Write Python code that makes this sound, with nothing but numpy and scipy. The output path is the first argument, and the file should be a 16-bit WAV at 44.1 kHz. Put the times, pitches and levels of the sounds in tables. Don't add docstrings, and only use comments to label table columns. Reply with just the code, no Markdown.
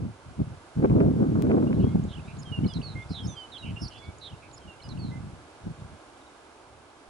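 import sys
import numpy as np
from scipy import signal
from scipy.fft import rfft, irfft, next_fast_len
from scipy.io import wavfile
from scipy.ndimage import uniform_filter1d

SR = 44100
rng = np.random.default_rng(int(sys.argv[2]) if len(sys.argv) > 2 else 0)


def to_wav(s):
    ch = np.atleast_2d(s).T
    pcm = np.round(np.clip(ch, -1, 1) * 32767)
    wavfile.write(sys.argv[1], SR, pcm.astype(np.int16))


N = 312669


def gain_of(db):
    return 10 ** (np.asarray(db) / 20)


def unit_rms(x):
    return x / np.sqrt(np.mean(x ** 2) + 1e-20)


def bins():
    return np.fft.rfftfreq(N, 1 / SR)


def curve(points):
    hz, value = np.transpose(points)
    return np.interp(np.log(bins() + 1), np.log(hz + 1), value)


def add(mix, start_s, sound):
    part = mix[max(round(start_s * SR), 0):][:len(sound)]
    part += sound[:len(part)]


def wander(rate_hz):
    size = next_fast_len(N, True)
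    smooth = np.exp(-(np.fft.rfftfreq(size, 1 / SR) / rate_hz) ** 2)
    return unit_rms(irfft(rfft(rng.standard_normal(size)) * smooth, size)[:N])


def jitter(count, span):
    return unit_rms(uniform_filter1d(rng.standard_normal(count + span), span)[:count])


def port_noise(coherence, lead):
    left, other = rfft(rng.standard_normal((2, N)))
    shared = np.clip(curve(coherence), 0, 1)
    right = shared * left + np.sqrt(1 - shared ** 2) * other
    return np.array([left, right * np.exp(-1j * curve(lead))])


def coloured(spectra, colour):
    return unit_rms(irfft(spectra * gain_of(curve(colour)), N))


# (frequency [Hz], relative level [dB])
AIR_COLOUR = [(12, -39), (20, -6), (56, -12), (161, -26), (215, -8), (312, -2), (463, -5), (528, -5.5),
              (572, -4), (872, -4.5), (969, -6.5), (1440, -9), (1830, -12), (2080, -15), (11000, -28),
              (14300, -61), (22000, -120)]
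# (frequency [Hz], coherence [0-1])
AIR_COHERENCE = [(60, 0.54), (170, 0.53), (300, 0.87), (500, 0.65), (900, 0.96), (1500, 0.2), (2500, 0.033),
                 (5000, 0.04), (10000, 0.42)]
# (frequency [Hz], phase [rad])
AIR_PHASE = [(100, 0.11), (330, 0.3), (900, 1), (1500, 0.007), (3000, 0.27)]
# (frequency [Hz], left minus right [dB])
AIR_PAN = [(100, 5), (400, -3), (1300, -4), (3000, -0.5), (9000, 0.1)]


def far_air(level_db=-50.5, sway_db=0.95, sway_hz=0.5):
    pan = gain_of(np.outer([.5, -.5], curve(AIR_PAN)))
    sway = gain_of(level_db + sway_db * wander(sway_hz))
    return sway * coloured(port_noise(AIR_COHERENCE, AIR_PHASE) * pan, AIR_COLOUR)


# (time [s], strength [dB])
BREEZE_ENVELOPE = [(0, -57), (.72, -62), (2.05, -41), (3.3, -44.5), (3.42, -59), (3.62, -56), (4.05, -51.5),
                   (4.5, -55.5), (5.55, -61.5), (6.1, -64.5), (7.09, -66)]
# (peak time [s], length [s], strength [dB])
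WIND_PUFFS = [(0.031, 0.097, -29), (0.292, 0.055, -42), (0.409, 0.036, -24.5), (0.488, 0.11, -37),
              (2.055, 0.034, -28.5), (2.19, .04, -36.5), (2.287, 0.021, -43), (2.39, 0.064, -40),
              (2.521, 0.022, -30.5), (2.594, 0.042, -29.5), (2.649, .05, -20.5), (2.782, 0.042, -25.5),
              (2.884, 0.065, -38.5), (2.97, 0.04, -32), (3.118, 0.024, -28.5), (3.265, 0.074, -31.5),
              (3.707, .09, -32), (3.841, 0.039, -31), (4.091, 0.036, -39), (4.336, 0.022, -39.5),
              (4.675, 0.03, -41), (5.686, 0.06, -33.5), (5.829, 0.063, -39.5), (5.929, 0.048, -44.5),
              (6.756, .12, -57)]
# (time [s], relative strength [dB])
STRONG_GUST_ENVELOPE = [(0.755, -46), (0.769, -24.5), (0.851, -16), (0.887, -32), (0.905, -17.5),
                        (1.077, -19.5), (1.189, -30), (1.223, -15.5), (1.239, -25.5), (1.605, -21.5),
                        (1.623, -20), (1.751, -28.5), (1.845, -20.5), (1.861, -25), (1.923, -31),
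                        (1.953, -21), (2.117, -43.5), (2.15, -54)]
MILD_GUST_ENVELOPE = [(4.8, -72), (4.866, -37.5), (5.112, -33), (5.148, -38.5), (5.268, -38), (5.5, -62.5)]


def wind_strength(strong_db=2.5, mild_db=1.0, flutter_db=1.5, flutter_hz=18):
    t = np.arange(N) / SR
    sustained = gain_of(np.interp(t, *np.transpose(BREEZE_ENVELOPE))) ** 2
    for gust, trim_db in ((STRONG_GUST_ENVELOPE, strong_db), (MILD_GUST_ENVELOPE, mild_db)):
        gust_db = np.interp(t, *np.transpose(gust), left=-np.inf, right=-np.inf)
        sustained += gain_of(gust_db + trim_db) ** 2
    puffs = sum(gain_of(db) ** 2 * np.exp(-(2 * (t - peak) / length) ** 2)
                for peak, length, db in WIND_PUFFS)
    flutter = gain_of(flutter_db * wander(flutter_hz))
    return 10 * np.log10(sustained * flutter ** 2 + puffs)


# (frequency [multiples of the eddy rate], relative level [dB])
EDDY_COLOUR = [(.1, -28), (.2, -16.5), (.45, -4.5), (.85, 2), (1.3, -2.5), (2, -13), (3.3, -27.5), (6, -34),
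               (10, -58), (20, -84), (60, -100)]
# (time [s], eddy rate [Hz])
GUST_SURGES = [(.76, 150), (.85, 308), (.91, 190), (1.01, 300), (1.12, 187), (1.23, 257), (1.34, 205),
               (1.53, 302), (1.68, 226), (2.1, 155)]
# (frequency [Hz], coherence [0-1])
WIND_COHERENCE = [(50, 0.92), (130, 0.93), (300, 0.93), (500, 0.73), (900, 1), (2000, 0.68), (4000, 0.49)]
# (frequency [Hz], phase [rad])
WIND_PHASE = [(30, .1), (110, 0.69), (230, 1.31), (480, 1.67), (750, 2), (1400, 2.27), (2200, 3.1)]


def eddies(strength_db, calm_hz=91, gust_hz=155, full_gust_db=-14, doubling_db=13.5):
    eddy_hz = calm_hz + gust_hz * 2 ** ((strength_db - full_gust_db) / doubling_db)
    surge_hz = np.interp(np.arange(N) / SR, *np.transpose(GUST_SURGES), left=0, right=0)
    eddy_hz = np.where(surge_hz > 0, surge_hz, eddy_hz)
    noise, rumble = port_noise(WIND_COHERENCE, WIND_PHASE), 0
    rates_hz = np.geomspace(90, 340, 5)
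    for rate, share in zip(rates_hz, np.eye(len(rates_hz))):
        colour = [(multiple * rate, db) for multiple, db in EDDY_COLOUR]
        crossfade = np.interp(eddy_hz, rates_hz, share)
        rumble = rumble + crossfade * coloured(noise, colour)
    return rumble


def buffeting(level_db=-1.02, right_db=0.65, lumps_db=3.0, lumps_hz=50,
              fine_hz=800, crackle_db=8.0, crackle_hz=110):
    strength_db = wind_strength()
    flow = eddies(strength_db)
    fine = irfft(rfft(flow) / (1 + (fine_hz / (bins() + 1)) ** 4), N)
    bursts = unit_rms(gain_of(crackle_db * wander(crackle_hz)))
    flow += fine * (bursts - 1)
    flow *= gain_of(lumps_db * wander(lumps_hz))
    flow /= np.sqrt(uniform_filter1d((flow ** 2).mean(0), size=2000))
    return flow * gain_of(strength_db + level_db) * gain_of([[0], [right_db]])


# (time [s], relative peak [dB])
EDDY_HITS = [(0.403, -16), (0.417, -10.5), (0.774, -15.5), (0.794, -17), (0.901, -9), (1.063, -7.5),
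             (1.446, -10), (1.843, -3.5), (1.957, -7.5), (2.59, -16), (2.651, -17), (3.265, -19.5),
             (3.821, -22.5), (4.09, -29), (5.67, -20)]


def thumps(level_db=-3, half_width_s=0.00095, crossing_s=0.0011):
    out, t = np.zeros((2, N)), np.arange(SR // 50) / SR
    u = (t - t.mean()) / half_width_s
    for time, db in EDDY_HITS:
        push_pull = -gain_of(db + level_db) * u * np.exp((1 - u ** 2) / 2)
        add(out[0], time - t.mean(), push_pull)
        add(out[1], time - t.mean() + crossing_s, push_pull)
    return out


# (time [s], relative level [dB])
GUST_SPITS = [(0.8564, -34), (0.8977, -35), (1.004, -27), (1.0125, -42), (1.4686, -37), (1.5035, -35),
              (1.5156, -25.5), (1.729, -31.5)]


def spits(level_db=-4, half_width_s=0.0017, delay_s=0.0011):
    t = np.arange(N) / SR
    bursts = sum(gain_of(db + level_db) * np.exp(-((t - time - delay_s) / half_width_s) ** 2)
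                 for time, db in GUST_SPITS)
    colour = [(300, -20), (800, -2), (1500, 0), (2400, -5), (3500, -21), (9000, -52)]
    return bursts * coloured(port_noise(WIND_COHERENCE, WIND_PHASE), colour)


def wind(ceiling=0.31):
    return ceiling * np.tanh((buffeting() + thumps() + spits()) / ceiling)


def tick(time_s=1.4233, left_db=-18, right_db=-31, decay_s=.00008):
    out, t = np.zeros((2, N)), np.arange(SR // 200) / SR
    for side, db in zip(out, (left_db, right_db)):
        add(side, time_s, gain_of(db) * np.exp(-t / decay_s))
    return out


def whistle(hz):
    return np.sqrt(2) * np.sin(2 * np.pi * np.cumsum(hz) / SR)


def warble(count, rate_hz, depth_hz, uneven=0.052, jitter_hz=45, throb=0.36, skew=0.13, widening=0.81):
    cycle = 2 * np.pi * np.cumsum(rate_hz * (1 + uneven * jitter(count, span=300))) / SR
    swing = np.sin(cycle + skew * np.sin(cycle))
    swing *= 1 + widening * np.linspace(-.5, .5, count)
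    airflow = unit_rms(1 + throb * np.sin(cycle - 1.0))
    return depth_hz * swing + jitter_hz * jitter(count, span=60), airflow


def leap(t, under=0.306, over=0.093, rise_s=0.006, settle_s=0.005, accent_db=1.5, fade=.3):
    rise = np.minimum(t / rise_s, 1)
    settle = np.exp(-np.maximum(t - rise_s, 0) / settle_s)
    release = np.minimum((1 - t / t[-1]) / fade, 1)
    ratio = 1 - under * (1 - rise) + over * rise * settle
    return ratio, np.sqrt(rise) * gain_of(accent_db * settle) * release


WARBLE_TEXTURES = {"purr": (100, 200), "trill": (88, 235), "burr": (260, 87), "quiver": (118, 224),
                   "buzz": (270, 220), "rasp": (290, 430)}


def note(length, first_hz, last_hz, db, swell_db, manner, bend=.87, jitter_hz=16, fade=0.45):
    t = np.arange(max(round(length * SR), 64)) / SR
    progress = t / t[-1]
    hz = first_hz + (last_hz - first_hz) * progress ** bend + jitter_hz * jitter(len(t), span=90)
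    envelope = signal.windows.tukey(len(t), fade)
    if manner == "leap":
        ratio, envelope = leap(t)
        hz *= ratio
    if manner in WARBLE_TEXTURES:
        swing_hz, airflow = warble(len(t), *WARBLE_TEXTURES[manner])
        hz += swing_hz
        envelope *= airflow
    return gain_of(db + swell_db * (progress - .5)) * envelope * whistle(hz)


def chirp_run(first_hz, db, fade_db, count=4, spacing_s=.0205, length_s=0.024, step_hz=-190, rise_hz=560):
    out, progress = np.zeros(SR // 4), np.linspace(0, 1, round(length_s * SR))
    envelope = signal.windows.tukey(len(progress), 0.62)
    for k in range(count):
        hz = first_hz + k * step_hz + rise_hz * progress ** 2
        add(out, k * spacing_s, gain_of(db + k * fade_db) * envelope * whistle(hz))
    return out


def sheen(song, level_db=-14.5, beak_hz=10300, width_hz=1400):
    envelope = np.sqrt(abs(uniform_filter1d(song ** 2, size=200)) + 1e-10)
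    beak = np.exp(-((bins() - beak_hz) / width_hz) ** 2)
    return gain_of(level_db) * irfft(rfft(song ** 2 / envelope) * beak, N)


def ground_scatter(x, t60_s=0.42, echoes_per_s=2000):
    t = np.arange(SR // 2) / SR
    sparse = rng.random((2, len(t))) < echoes_per_s / SR
    taps = rng.standard_normal((2, len(t))) * sparse * gain_of(-60 * t / t60_s)
    return signal.fftconvolve(x[None], taps / np.linalg.norm(taps[0]), axes=1)[:, :N]


SYLLABLE_NOTES = { "pip": [(0, 0.061, 2787, 2910, -49, -26, "pure"),
                  (0, .029, 2750, 2785, -50, -6, "buzz")],
                  "swoop": [(0, 0.066, 5320, 5280, -53, 35, "pure"),
                  (.036, .051, 5550, 4680, -42.5, 2, "rasp"), (.075, .031, 4980, 4250, -43.5, 0, "pure"),
                  (.101, 0.02, 5500, 5150, -47.5, -17, "leap")],
                  "rattle": [(0, 0.1, 2980, 2870, -50.5, -2, "trill"),
                  (0.034, 0.19, 3400, 3470, -56, -12, "pure"), (0.11, 0.122, 2200, 2280, -55, -3, "pure"),
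                  (.017, 0.03, 4220, 4270, -58.5, 0, "rasp"), (.074, .022, 4600, 4450, -58, 6, "rasp"),
                  (.132, .04, 4350, 4400, -62, -6, "rasp")],
                  "tink": [(0, .005, 5950, 7600, -50, 5, "pure")],
                  "slide": [(0.0042, .086, 4080, 3560, -43, 8, "buzz")],
                  "low slide": [(0.0019, .061, 3750, 3130, -52, 16, "rasp")],
                  "churr": [(0.00058, 0.068, 2430, 2450, -51, -8, "purr")],
                  "tsee": [(0, .004, 3400, 5200, -54.5, -11, "pure"),
                  (.014, 0.028, 7150, 6750, -51, 3, "buzz"), (.043, .022, 5360, 5180, -57.5, 21, "pure"),
                  (.063, 0.0055, 5840, 3600, -52.5, -29, "pure")],
                  "sigh": [(0, 0.063, 3270, 3080, -48.5, -4, "pure"),
                  (.063, 0.041, 2950, 2810, -36.5, 4, "pure"),
                  (.094, 0.049, 2830, 2780, -42.5, -7, "pure")],
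                  "yodel": [(0, .013, 2870, 3100, -49, 12, "pure"),
                  (.005, 0.02, 2290, 2250, -54, -12, "pure"), (.023, 0.01245, 4460, 4070, -46, 9, "pure"),
                  (.035, .057, 4930, 4960, -50, -4, "leap"), (.038, 0.047, 2990, 2936, -51.5, 2, "pure"),
                  (.095, 0.0055, 6480, 4200, -42.5, -3, "pure"),
                  (.093, 0.051, 4470, 3800, -44.5, 5, "burr")],
                  "fall": [(0, .008, 2400, 3050, -43.5, 11, "pure"),
                  (.006, 0.047, 2580, 2580, -57, -15, "pure"), (.008, .065, 4620, 4240, -42.5, 7, "pure"),
                  (.054, .091, 4260, 3830, -47.5, -13, "quiver")],
                  "slur": [(0, 0.054, 3680, 3070, -47.5, 2, "pure")],
                  "hoot": [(0, 0.087, 2108, 2124, -41, -6, "pure")],
                  "scrape": [(0, 0.059, 4800, 5120, -54, 2, "rasp"),
                  (.014, .045, 4360, 4000, -49, 11, "burr"), (.048, .078, 4070, 3260, -40.5, 1, "buzz"),
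                  (.112, .059, 3410, 3080, -49, -14, "pure")],
                  "high yodel": [(0, 0.0435, 5250, 5370, -50.5, 24, "pure"),
                  (.042, .006, 3700, 7000, -46, 3, "pure"), (.047, 0.017, 6800, 6140, -46.5, -4, "pure"),
                  (.056, .068, 6170, 6020, -48, -12, "pure"), (.043, 0.11, 3830, 3200, -53.5, -10, "pure"),
                  (.126, .115, 3210, 2936, -42.5, -11, "pure"), (.13, 0.064, 4790, 4670, -59, -2, "pure")],
                  "hook": [(0, .077, 4130, 2910, -42, 9, "burr"),
                  (.067, 0.072, 3930, 3770, -48.5, -4, "leap"), (.109, .029, 2940, 2740, -43.5, 16, "pure"),
                  (.127, .09, 2890, 2820, -46, -9, "trill"), (.136, 0.0795, 2430, 2330, -52.5, -6, "purr")]}
# (time [s], trim [dB], transpose [semitones], stretch [ratio], syllable)
SONG_CUES = [(1.67, -11, 0.033, 0.74, "pip"), (1.788, -4.5, -0.77, 0.72, "rattle"),
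             (2.037, -3, 0, 1, "tink"), (2.075, 0, 0.056, 1, "low slide"), (2.27, 0, 0.45, 0.95, "churr"),
             (2.37, 1.5, -0.28, 0.98, "tsee"), (2.45, 0, -0.074, 1.05, "sigh"),
             (2.637, 0.5, -0.14, 1.04, "yodel"), (2.692, 0.5, 0.13, 1.1, "slur"),
             (2.813, 0, -0.03, 0.96, "fall"), (2.945, -2, 0.02, 1.17, "hoot"),
             (3.085, 1, -0.14, 1.02, "scrape"), (3.225, 0.5, -0.0076, 1.04, "high yodel"),
             (3.511, 0, 0.025, 1, "hook"), (3.757, 1, -0.19, 1.14, "pip"), (3.774, 0, -0.04, 1.03, "swoop"),
             (3.898, 0.5, 0, 1, "rattle"), (4.183, 0, 0.2, 1, "tink"), (4.201, 0.5, 0, 0.98, "slide"),
             (4.413, -4, -.2, 1.1, "churr"), (4.513, 0.5, -0.06, 1.06, "tsee"),
             (4.602, -12.5, -0.31, 1.1, "sigh"), (4.797, -4, -0.12, 0.96, "yodel"),
             (4.971, -7.5, -0.06, 1.11, "fall"), (5.105, -11.5, -0.53, 1.06, "hoot")]
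# (time [s], first pitch [Hz], level [dB], fade per chirp [dB])
SLIDE_CHIRPS = [(2.126, 3040, -45.5, -2), (4.273, 3130, -47, -3.5)]


def songbird(left_db=-8, right_db=0.1, scatter_db=-16.5):
    song = np.zeros(N)
    for start, trim_db, semitones, stretch, syllable in SONG_CUES:
        pitch = 2 ** (semitones / 12)
        for delay, length, first_hz, last_hz, db, swell_db, manner in SYLLABLE_NOTES[syllable]:
            sung = note(stretch * length, pitch * first_hz, pitch * last_hz, db + trim_db, swell_db, manner)
            add(song, start + stretch * delay, sung)
    for start, *run in SLIDE_CHIRPS:
        add(song, start, chirp_run(*run))
    song += sheen(song)
    return song * gain_of([[left_db], [right_db]]) + gain_of(scatter_db) * ground_scatter(song)


# (time [s], length [s], first pitch [Hz], last pitch [Hz], level [dB])
FAR_CALLS = [(1.737, .07, 3000, 3810, -70), (1.742, .02, 4200, 3750, -64), (2.235, 0.08, 3400, 4080, -64),
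             (2.978, .05, 3300, 3430, -64), (3.02, 0.024, 3650, 3430, -58), (6.165, .015, 3920, 3650, -72),
             (6.213, 0.013, 3900, 3630, -62), (6.262, .022, 4000, 3650, -64)]


def far_bird(left_db=-3, right_db=0, scatter_db=-9):
    calls = np.zeros(N)
    for start, length, first_hz, last_hz, db in FAR_CALLS:
        add(calls, start, note(length, first_hz, last_hz, db, swell_db=0, manner="pure"))
    return calls * gain_of([[left_db], [right_db]]) + gain_of(scatter_db) * ground_scatter(calls)


def scene():
    return songbird() + far_bird() + wind() + far_air()


def low_pass(x, hz):
    taps = signal.firwin(601, hz, window=("kaiser", 9), fs=SR)
    return signal.oaconvolve(x, taps[None], "same")


def record(dry, low_cut_hz=42, notch_hz=1850, notch_width_hz=110, notch_db=-7,
           top_hz=11080, tick_top_hz=16300):
    dip = gain_of(notch_db * np.exp(-((bins() - notch_hz) / notch_width_hz) ** 2))
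    low_cut = 1 / np.sqrt(1 + (low_cut_hz / (bins() + 1)) ** 4)
    heard = low_pass(irfft(rfft(dry) * dip * low_cut, N), top_hz)
    return low_pass(heard + tick(), tick_top_hz)


dry = scene()
out = record(dry)
to_wav(out)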